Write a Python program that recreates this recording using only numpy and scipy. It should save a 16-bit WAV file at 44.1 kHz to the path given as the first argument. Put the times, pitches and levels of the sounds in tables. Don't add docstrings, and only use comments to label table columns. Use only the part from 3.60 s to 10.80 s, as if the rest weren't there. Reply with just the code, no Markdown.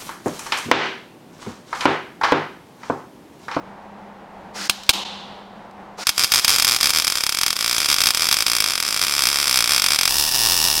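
import sys
import numpy as np
from scipy import signal
from scipy.fft import rfft, irfft
from scipy.io import wavfile
from scipy.ndimage import uniform_filter1d

SR = 44100
rng = np.random.default_rng(int(sys.argv[2]) if len(sys.argv) > 2 else 0)


def generate_wav(sig):
    pcm = np.round(np.clip(np.atleast_2d(sig).T, -1, 1) * 32767).astype(np.int16)
    wavfile.write(sys.argv[1], SR, pcm)


def voltage_ratio(decibels):
    exponent = np.asarray(decibels, float) / 20
    return 10 ** exponent


N = 317520
T = np.arange(N) / SR
ARC_START_S, MOVE_S = 2.47, 6.485

# (time [s], peak [dB])
STRIKES = [
    (1.056, -22),
    (1.0965, -0.5),
    (1.2345, -25),
    (1.266, -36),
    (1.2921, 4),
    (1.336, -14),
    (2.111, -45),
]
# (start [s], snaps [count],
# spacing [ms], peak [dB])
FIRST_PLACE_BURSTS = [(2.4696, 2, 22.2, 0.9), (2.5796, 2, 14.6, -2.5), (2.6034, 5, 5.9, -6.5),
                      (2.6365, 2, 8.0, -2.2), (2.7197, 2, 18.0, 0.6), (2.7456, 2, 12.6, -0.5),
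                      (2.7716, 4, 8.1, -4.3), (2.8464, 2, 33.4, -0.1), (2.8934, 2, 10.3, -1.2),
                      (2.9144, 6, 7.5, -6.4), (2.9612, 2, 23.2, -1.2), (2.9982, 3, 24.3, -0.2),
                      (3.0694, 4, 8.8, -1.8), (3.1112, 5, 8.9, -5.0), (3.163, 2, 47.3, -4.3),
                      (3.2301, 4, 13.6, -1.7), (3.2951, 2, 9.5, -2.7), (3.3354, 6, 12.7, -2.9),
                      (3.422, 3, 23.9, -5.1), (3.4785, 3, 22.0, -3.3), (3.5551, 2, 17.6, -4.7),
                      (3.584, 2, 23.5, -7.8), (3.6369, 3, 28.0, -4.1), (3.7241, 3, 23.5, -5.7),
                      (3.7876, 2, 25.3, -4.3), (3.8333, 2, 30.3, -1.0), (3.881, 3, 24.0, -2.9),
                      (3.9656, 2, 24.5, -7.0),
                      (4.009, 11, 17.3, -4.7), (4.2028, 5, 14.1, -4.9), (4.2872, 5, 13.8, -1.8),
               (4.3641, 3, 20.5, -4.2), (4.417, 3, 20.4, -1.5), (4.4699, 3, 17.9, -1.3),
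               (4.5475, 2, 25.2, -3.5), (4.5955, 7, 12.3, -3.9), (4.688, 2, 24.8, -1.0),
               (4.7265, 2, 15.7, -1.8), (4.7685, 4, 18.3, -3.7), (4.8652, 6, 17.2, -3.4),
               (4.9661, 6, 19.0, -3.9), (5.0765, 3, 11.3, -6.0), (5.1065, 3, 14.5, -6.4),
               (5.1547, 4, 23.9, -5.2), (5.236, 4, 14.4, -6.9), (5.2881, 5, 18.8, -5.3),
               (5.3748, 2, 19.4, -6.4), (5.4151, 4, 11.1, -3.2), (5.468, 11, 13.9, -4.8),
               (5.621, 5, 16.7, -2.6), (5.701, 13, 14.2, -4.8), (5.8794, 9, 15.8, -2.5),
               (6.0245, 5, 17.3, -3.6), (6.1079, 4, 13.0, -2.2), (6.1625, 2, 17.1, -1.1),
               (6.1974, 5, 22.0, -2.3), (6.3057, 5, 13.6, -3.9), (6.3884, 5, 22.2, -1.4)]
SECOND_PLACE_BURSTS = [(6.4936, 3, 14.7, -5.9), (6.5426, 7, 13.6, -4.4), (6.6386, 5, 13.0, -6.4),
                       (6.7139, 2, 8.5, -7.0), (6.7376, 4, 7.6, -4.7), (6.7732, 9, 8.7, -5.2),
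                       (6.8513, 3, 9.7, -2.1), (6.8868, 8, 11.3, -4.3), (6.9763, 5, 12.7, -3.7),
                       (7.0407, 5, 10.9, -3.0), (7.1008, 8, 13.0, -4.8)]
WOBBLE_MS, UNEVEN_DB = 0.6, 1.1
TOUCH_LEAD_S, TOUCH_DB = 0.0032, -19
# (time [s], peak [dB])
CRACKLES = [(2.485, -12), (2.5742, -22), (2.658, -16), (2.7093, -27), (2.842, -23.5), (2.8643, -25),
            (4.1817, -4), (2.7197, -14), (3.1872, -12), (3.2044, -10.5), (3.24, -17), (3.2868, -14),
            (3.6022, -21), (4.3937, -13), (6.7676, -16.5), (3.5116, -20.5), (3.9563, -17), (3.961, -17),
            (4.3527, -29), (4.478, -12.5), (4.5369, -13), (4.5845, -25), (5.382, -18), (5.6651, -27),
            (5.0039, -2), (6.502, -22), (6.5343, -28), (6.6316, -22), (6.707, -16)]
# (time [s], level [dB])
SIZZLE = [
    (2.5, -28),
    (2.9, -19),
    (3.23, -22),
    (3.75, -26.5),
    (4.31, -23),
    (4.84, -22.5),
    (5.07, -30),
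    (5.3, -23.5),
    (6.3, -21.5),
    (7.2, -22.5),
]

# (frequency [Hz], width [Hz], level [dB])
SNAP_MODES_A = [(390, 200, -23), (5060, 230, -4), (1110, 385, -7), (1624, 130, -9.5), (2176, 360, -25.5),
                (2420, 494, -3), (3070, 900, -17), (3320, 340, -5), (7510, 170, -3.5), (8790, 370, -2.5),
                (11940, 690, -7.5), (783, 560, -21), (14300, 1500, -12)]
# (frequency [Hz], width [Hz], level [dB])
SNAP_MODES_B = [(374, 320, -26), (940, 224, -13.5), (1710, 230, -6), (2870, 210, -2.5), (3850, 410, -16.5),
                (9800, 160, -4.5), (10600, 400, -9), (13200, 500, -11.5), (15500, 1100, -19.5)]
# (delay [ms], gain [ratio])
ECHOES_A = [(1.15, -.35), (1.95, -.4), (3.2, -.2), (4.7, -.16)]
# (delay [ms], gain [ratio])
ECHOES_B = [(1.1, 0.052), (2.03, 0.1), (3.1, -0.13), (5.6, 0.054), (6.75, -.2)]
# (frequency [Hz], density [dB per Hz])
STRIKE_COLOUR = [(120, -57.5), (200, -19), (933, -13), (1320, -18), (1620, -8.5), (1810, -26.5),
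                 (2170, -4.5), (3970, -3.5), (16000, -21)]
# (frequency [Hz], density [dB per Hz])
SCATTER_COLOUR_A = [(150, -66.5), (250, -25.5), (890, -14.5), (1160, -10.5), (2020, -12), (2300, -6),
                    (2960, -10), (3300, -5), (4260, -7), (5090, -1.5), (6700, -12), (11900, -12.5),
                    (16000, -23)]
# (frequency [Hz], density [dB per Hz])
SCATTER_COLOUR_B = [(150, -47), (250, -31), (373, -18), (586, -17), (922, -8), (1580, -14), (1820, -7.5),
                    (2050, -16), (2710, -12), (3980, -4.5), (5250, -5.5), (6590, -10.5), (16000, -12)]
# (frequency [Hz], width [Hz], depth [dB])
DIPS_A = [(1678, 56, -8), (2926, 95, -7.5), (4030, 170, -6), (4790, 110, -2.5), (5530, 190, -2),
          (12750, 400, 3)]
# (frequency [Hz], width [Hz], depth [dB])
DIPS_B = [(570, 76, -7), (1284, 60, -10), (1640, 120, -10.5), (2070, 190, -15.5), (2490, 120, -7),
          (3160, 130, -5), (4000, 160, -10), (4570, 200, -6), (6820, 330, -3.5)]
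# (frequency [Hz], width [Hz], depth [dB])
LATE_DIP = [(6670, 230, -13.5)]
# (start [s], end [s])
LATE_DIP_S = (3, 5.8)

# (time [s], gas flow length [s], surge [dB], steady [dB])
PULLS = [
    (.93, .41, -33, -41.5),
    (2.365, 4.9, -34, -37),
]
GAS_RISE_S, SURGE_PEAK_S, SURGE_WIDTH_S, GAS_STOP_DB_PER_S = 0.028, 0.093, 0.083, 250
# (frequency [Hz], density [dB per Hz])
GAS_COLOUR = [(180, -52.5), (300, -4.5), (418, -18.5), (614, -13), (774, -25), (885, -10), (1460, -3.5),
              (3240, -9.5), (5080, -3.5), (16000, -31)]
# (time [s], level [dB])
VALVE_KNOCKS = [
    (.95, -31),
    (2.378, -27),
]

# (frequency [Hz], density [dB per Hz])
FAN_COLOUR = [(15, -49.5), (25, -22.5), (117, -20), (153, -19), (200, -7), (249, -18.5), (503, -16),
              (560, -12.5), (607, -16.5), (818, -10), (1190, -19.5), (1740, -25), (16000, -62.5)]
FAN_RUSH_DB, BLADE_HZ, BLADE_DB = -38, 200, -48.5
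# (band centre [Hz], T60 [s], level [dB])
GARAGE = [(303, 0.735, -37), (920, 1.4, -31.5), (1850, 1.5, -44.5), (3340, 1.19, -30.5),
          (5570, 0.62, -37.5), (7640, 0.39, -41), (11700, 0.29, -40.5)]

# (time [s], gain [dB])
GAIN = [(0, 0), (1.08, 1), (1.088, -3), (1.3, -5), (1.325, 1), (2.44, -.5), (2.447, -12), (3, -5.5),
        (3.6, -12), (4.3, -9.5), (7.2, -9)]
# (time [s], half length [s])
LEVEL_DIPS = [
    (1.086, 0.012),
    (1.324, 0.015),
    (1.444, 0.0091),
    (2.444, 0.0082),
]
SELF_NOISE_DB, TOP_HZ = -73, 15900
THUMP_DB, THUMP_HZ = -15.5, 150


def arc(events, modes, echoes, colour, live, spit_db, fizz_db, hiss_db, scatter_db, scatter_t60, **shape):
    s, db = np.transpose(events)
    gain = voltage_ratio(db + 0.58 * np.maximum(db + 6.0, 0) + 2.5 - np.interp(s, *np.transpose(GAIN)))
    clicks = spikes(s, gain)
    along_seam = np.clip((s - s[0]) / (s[-1] - s[0]) + 0.08 * rng.standard_normal(len(s)), 0, 1)

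    sizzle = live * voltage_ratio(curve(SIZZLE) - curve(GAIN) + 2.1 * walk(60))
    pops = rng.random(N) < 500 / SR
    pop_gain = voltage_ratio(2.1 * rng.exponential(size=N).clip(0, 2.5))
    fizz = pops * pop_gain * sizzle * voltage_ratio(fizz_db)

    t = np.arange(2048) / SR
    scatter = voltage_ratio(scatter_db - 60 * t / scatter_t60) * coloured(colour, 2048)
    scatter = even(scatter * (1 - np.exp(-(t / 0.0011) ** 2)), colour)
    seam_start = blend(snap(modes, echoes, 0.99, **shape), scatter)
    seam_end = blend(snap(modes, echoes, 1.01, **shape), scatter)
    out = through(spikes(s, gain * (1 - along_seam)) + fizz, seam_start)
    out += through(spikes(s, gain * along_seam), seam_end)

    spit = through(clicks, voltage_ratio(spit_db - 60 * t / 0.022) * (1 - np.exp(-t / 0.00019)))
    return out + (spit + voltage_ratio(hiss_db) * sizzle) * coloured(colour, N), clicks


def snap(modes, echoes, shift, nozzle_hz, nozzle_ms, crack_ms, ring_db, push_db):
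    t = np.arange(2048) / SR
    u = 1000 * t / crack_ms
    crack = -np.exp(-(u - 2) ** 2) + 0.41 * np.exp(-(u / 1.95 - 2.8) ** 2)
    nozzle = -0.8 * np.exp(-(1000 * t / nozzle_ms) ** 4) * np.sin(2 * np.pi * nozzle_hz * shift * t)
    h = crack + nozzle
    for ms, gain in echoes:
        lag = int(ms * shift * SR / 1000)
        h[lag:] += gain * (crack + 0.5 * nozzle)[:-lag]
    for k, (hz, width_hz, db) in enumerate(modes):
        decay = np.exp(-np.pi * max(width_hz, 250.0) * t)
        h += (-1) ** k * voltage_ratio(db + ring_db) * decay * np.sin(2 * np.pi * hz * shift * t)
    h += voltage_ratio(push_db) * (np.exp(-t / 0.0022) - 0.23 * np.exp(-t / 0.0063))
    return h / np.abs(h[:64]).max()


def shorts():
    out = []
    for start, snaps, ms, db in FIRST_PLACE_BURSTS + SECOND_PLACE_BURSTS:
        k = np.arange(int(snaps))
        chance = rng.standard_normal((len(k), 2)).T
        inner = (k > 0) & (k < k[-1])
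        times = start + (k * ms + WOBBLE_MS * inner * chance[0]) / 1000
        out += zip(times, db + UNEVEN_DB * chance[1])
    return out


def touches(events):
    s = np.array(events)[:, 0]
    rested = np.diff(s) > 0.011
    chance = rng.standard_normal((len(s) - 1, 2))
    times = s[1:] - TOUCH_LEAD_S + 0.0002 * chance[:, 0]
    levels = TOUCH_DB + 3 * chance[:, 1]
    return list(zip(times[rested], levels[rested]))


def trigger():
    gas = flow() * voltage_ratio(0.89 * walk(40)) * coloured(GAS_COLOUR, N)
    s, db = np.transpose(VALVE_KNOCKS)
    t = np.arange(8192) / SR
    case = coloured([(300, -21), (500, 11.5), (850, 9.0), (1450, -4.5), (2200, -25)], 8192)
    knock = case * voltage_ratio(-60 * t / 0.18) * np.minimum(t / 0.0085, 1)
    return gas + through(spikes(s, voltage_ratio(db)), knock)


def flow():
    out = 0
    for s, length, surge_db, steady_db in PULLS:
        t = np.maximum(T - s, 0)
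        surge = voltage_ratio(surge_db) * np.exp(-((t - SURGE_PEAK_S) / SURGE_WIDTH_S) ** 2)
        rise = 1 - np.exp(-(t / GAS_RISE_S) ** 2)
        shut = voltage_ratio(-GAS_STOP_DB_PER_S * np.maximum(t - length, 0))
        out = out + (surge + voltage_ratio(steady_db)) * rise * shut
    return out


def fan():
    phase = 2 * np.pi * np.cumsum(BLADE_HZ + 2.59 * walk(13)) / SR
    tone = voltage_ratio(2.7 * walk(6.8)) * np.sin(phase)
    rush = voltage_ratio(FAN_RUSH_DB - 3.0 + walk(13.83)) * coloured(FAN_COLOUR, N)
    return rush + level(tone, BLADE_DB)


def garage(clicks):
    t = np.arange(SR + SR // 2) / SR
    tail = 0
    for hz, t60, db in GARAGE:
        band = signal.butter(2, [hz / 1.236, hz * 1.255], "band", fs=SR, output="sos")
        tail = tail + signal.sosfilt(band, rng.standard_normal(len(t))) * voltage_ratio(db - 60 * t / t60)
    return through(clicks, tail * np.minimum(t / 0.008, 1))


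def dips(x, table):
    for hz, width_hz, db in table:
        w, g = 2 * np.pi * hz / SR, voltage_ratio(min(db, 0) / 2)
        a = np.sin(w) * width_hz / hz / 2
        x = signal.lfilter([1 + a * g, -2 * np.cos(w), 1 - a * g], [1 + a / g, -2 * np.cos(w), 1 - a / g], x)
    return x


def even(h, colour):
    spec = rfft(h, 4096)
    have = uniform_filter1d(np.abs(spec) ** 2, size=13)
    want = spectrum(colour, 4096)
    out = irfft(spec * minimum_phase(np.log(want / np.sqrt(have))))[:len(h)]
    return out * np.sqrt(np.sum(h ** 2) / np.sum(out ** 2))


def blend(direct, scatter):
    def power(h):
        return uniform_filter1d(np.abs(rfft(h, 4096)) ** 2, size=9)

    both = direct + scatter
    fill = np.log((power(direct) + power(scatter)) / power(both)) / 2
    return irfft(rfft(both, 4096) * minimum_phase(fill))[:len(direct)]


def minimum_phase(log_gain):
    cep = irfft(log_gain)
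    cep[1:2048] *= 2
    cep[2049:] = 0
    return np.exp(rfft(cep))


def spectrum(points, size):
    hz, db = np.transpose(points)
    f = np.maximum(np.fft.rfftfreq(size, 1 / SR), 1)
    return voltage_ratio(np.interp(np.log(f), np.log(hz), db))


def coloured(points, size):
    return level(irfft(rfft(rng.standard_normal(size)) * spectrum(points, size), size), 0)


def walk(rate_hz):
    k = int(SR / rate_hz)
    held = np.repeat(rng.standard_normal(N // k + 1), k)
    return 1.4 * uniform_filter1d(uniform_filter1d(held, k), k)[:N]


def spikes(s, gain):
    out, at = np.zeros(N + 2), np.clip(s * SR, 0, N - 1)
    np.add.at(out, at.astype(int), gain * (1 - at % 1))
    np.add.at(out, at.astype(int) + 1, gain * (at % 1))
    return out[:N]


def through(x, h):
    return signal.oaconvolve(x, h)[:N]


def curve(rows):
    s, v = np.transpose(rows)
    return np.interp(T, s, v)


def level(x, db):
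    return x * voltage_ratio(db) / np.sqrt(np.mean(x ** 2))


def scene():
    run = shorts()
    snaps = sorted(run + CRACKLES + touches(run))
    first = [e for e in snaps if e[0] < MOVE_S]
    second = [e for e in snaps if e[0] >= MOVE_S]
    cold, clicks = arc(
        STRIKES, SNAP_MODES_A, ECHOES_A, STRIKE_COLOUR, live=0,
        spit_db=-8, fizz_db=0, hiss_db=0, scatter_db=-16.5, scatter_t60=0.047,
        nozzle_hz=4800, nozzle_ms=0.79, crack_ms=0.041, ring_db=-2.5, push_db=-24.5)
    a, clicks_a = arc(
        first, SNAP_MODES_A, ECHOES_A, SCATTER_COLOUR_A, live=(T > ARC_START_S) & (T < MOVE_S),
        spit_db=-20, fizz_db=-4, hiss_db=-10.5, scatter_db=-7, scatter_t60=0.019,
        nozzle_hz=5100, nozzle_ms=1.1, crack_ms=0.034, ring_db=-1.5, push_db=-19.5)
    b, clicks_b = arc(
        second, SNAP_MODES_B, ECHOES_B, SCATTER_COLOUR_B, live=T >= MOVE_S,
        spit_db=-20, fizz_db=-1.0, hiss_db=-9, scatter_db=-10.5, scatter_t60=0.044,
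        nozzle_hz=5300, nozzle_ms=0.9, crack_ms=0.017, ring_db=-6, push_db=-18.5)
    room = garage(clicks + voltage_ratio(-7.5) * (clicks_a + clicks_b))
    late = np.interp(T, LATE_DIP_S, [0, 1])
    a = (1 - late) * a + late * dips(a, LATE_DIP)
    return (cold + dips(a, DIPS_A) + dips(b, DIPS_B) + room + trigger() + fan())[None]


def band_limit(x):
    return signal.sosfilt(signal.butter(12, 16480, fs=SR, output="sos"), x)


def record(dry):
    dry = dry + voltage_ratio(SELF_NOISE_DB) * rng.standard_normal(N)
    gain = voltage_ratio(curve(GAIN))
    for s, half_s in LEVEL_DIPS:
        gain = gain * np.clip(np.abs(T - s) / half_s, 0.06, 1)
    ceiling = np.interp(T, [1.4, 2.4], [1.05, 0.69])
    x = dry * gain / ceiling
    x = ceiling * x / (1 + np.abs(x) ** 4) ** (1 / 4)
    low_pass = signal.butter(2, THUMP_HZ, fs=SR, output="sos")
    x = x + voltage_ratio(THUMP_DB) * signal.sosfilt(low_pass, x ** 4)
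    x = signal.sosfilt(signal.ellip(6, 0.2, 45, TOP_HZ, fs=SR, output="sos"), x)
    return band_limit(x)


dry = scene()
out = record(dry)
generate_wav(out)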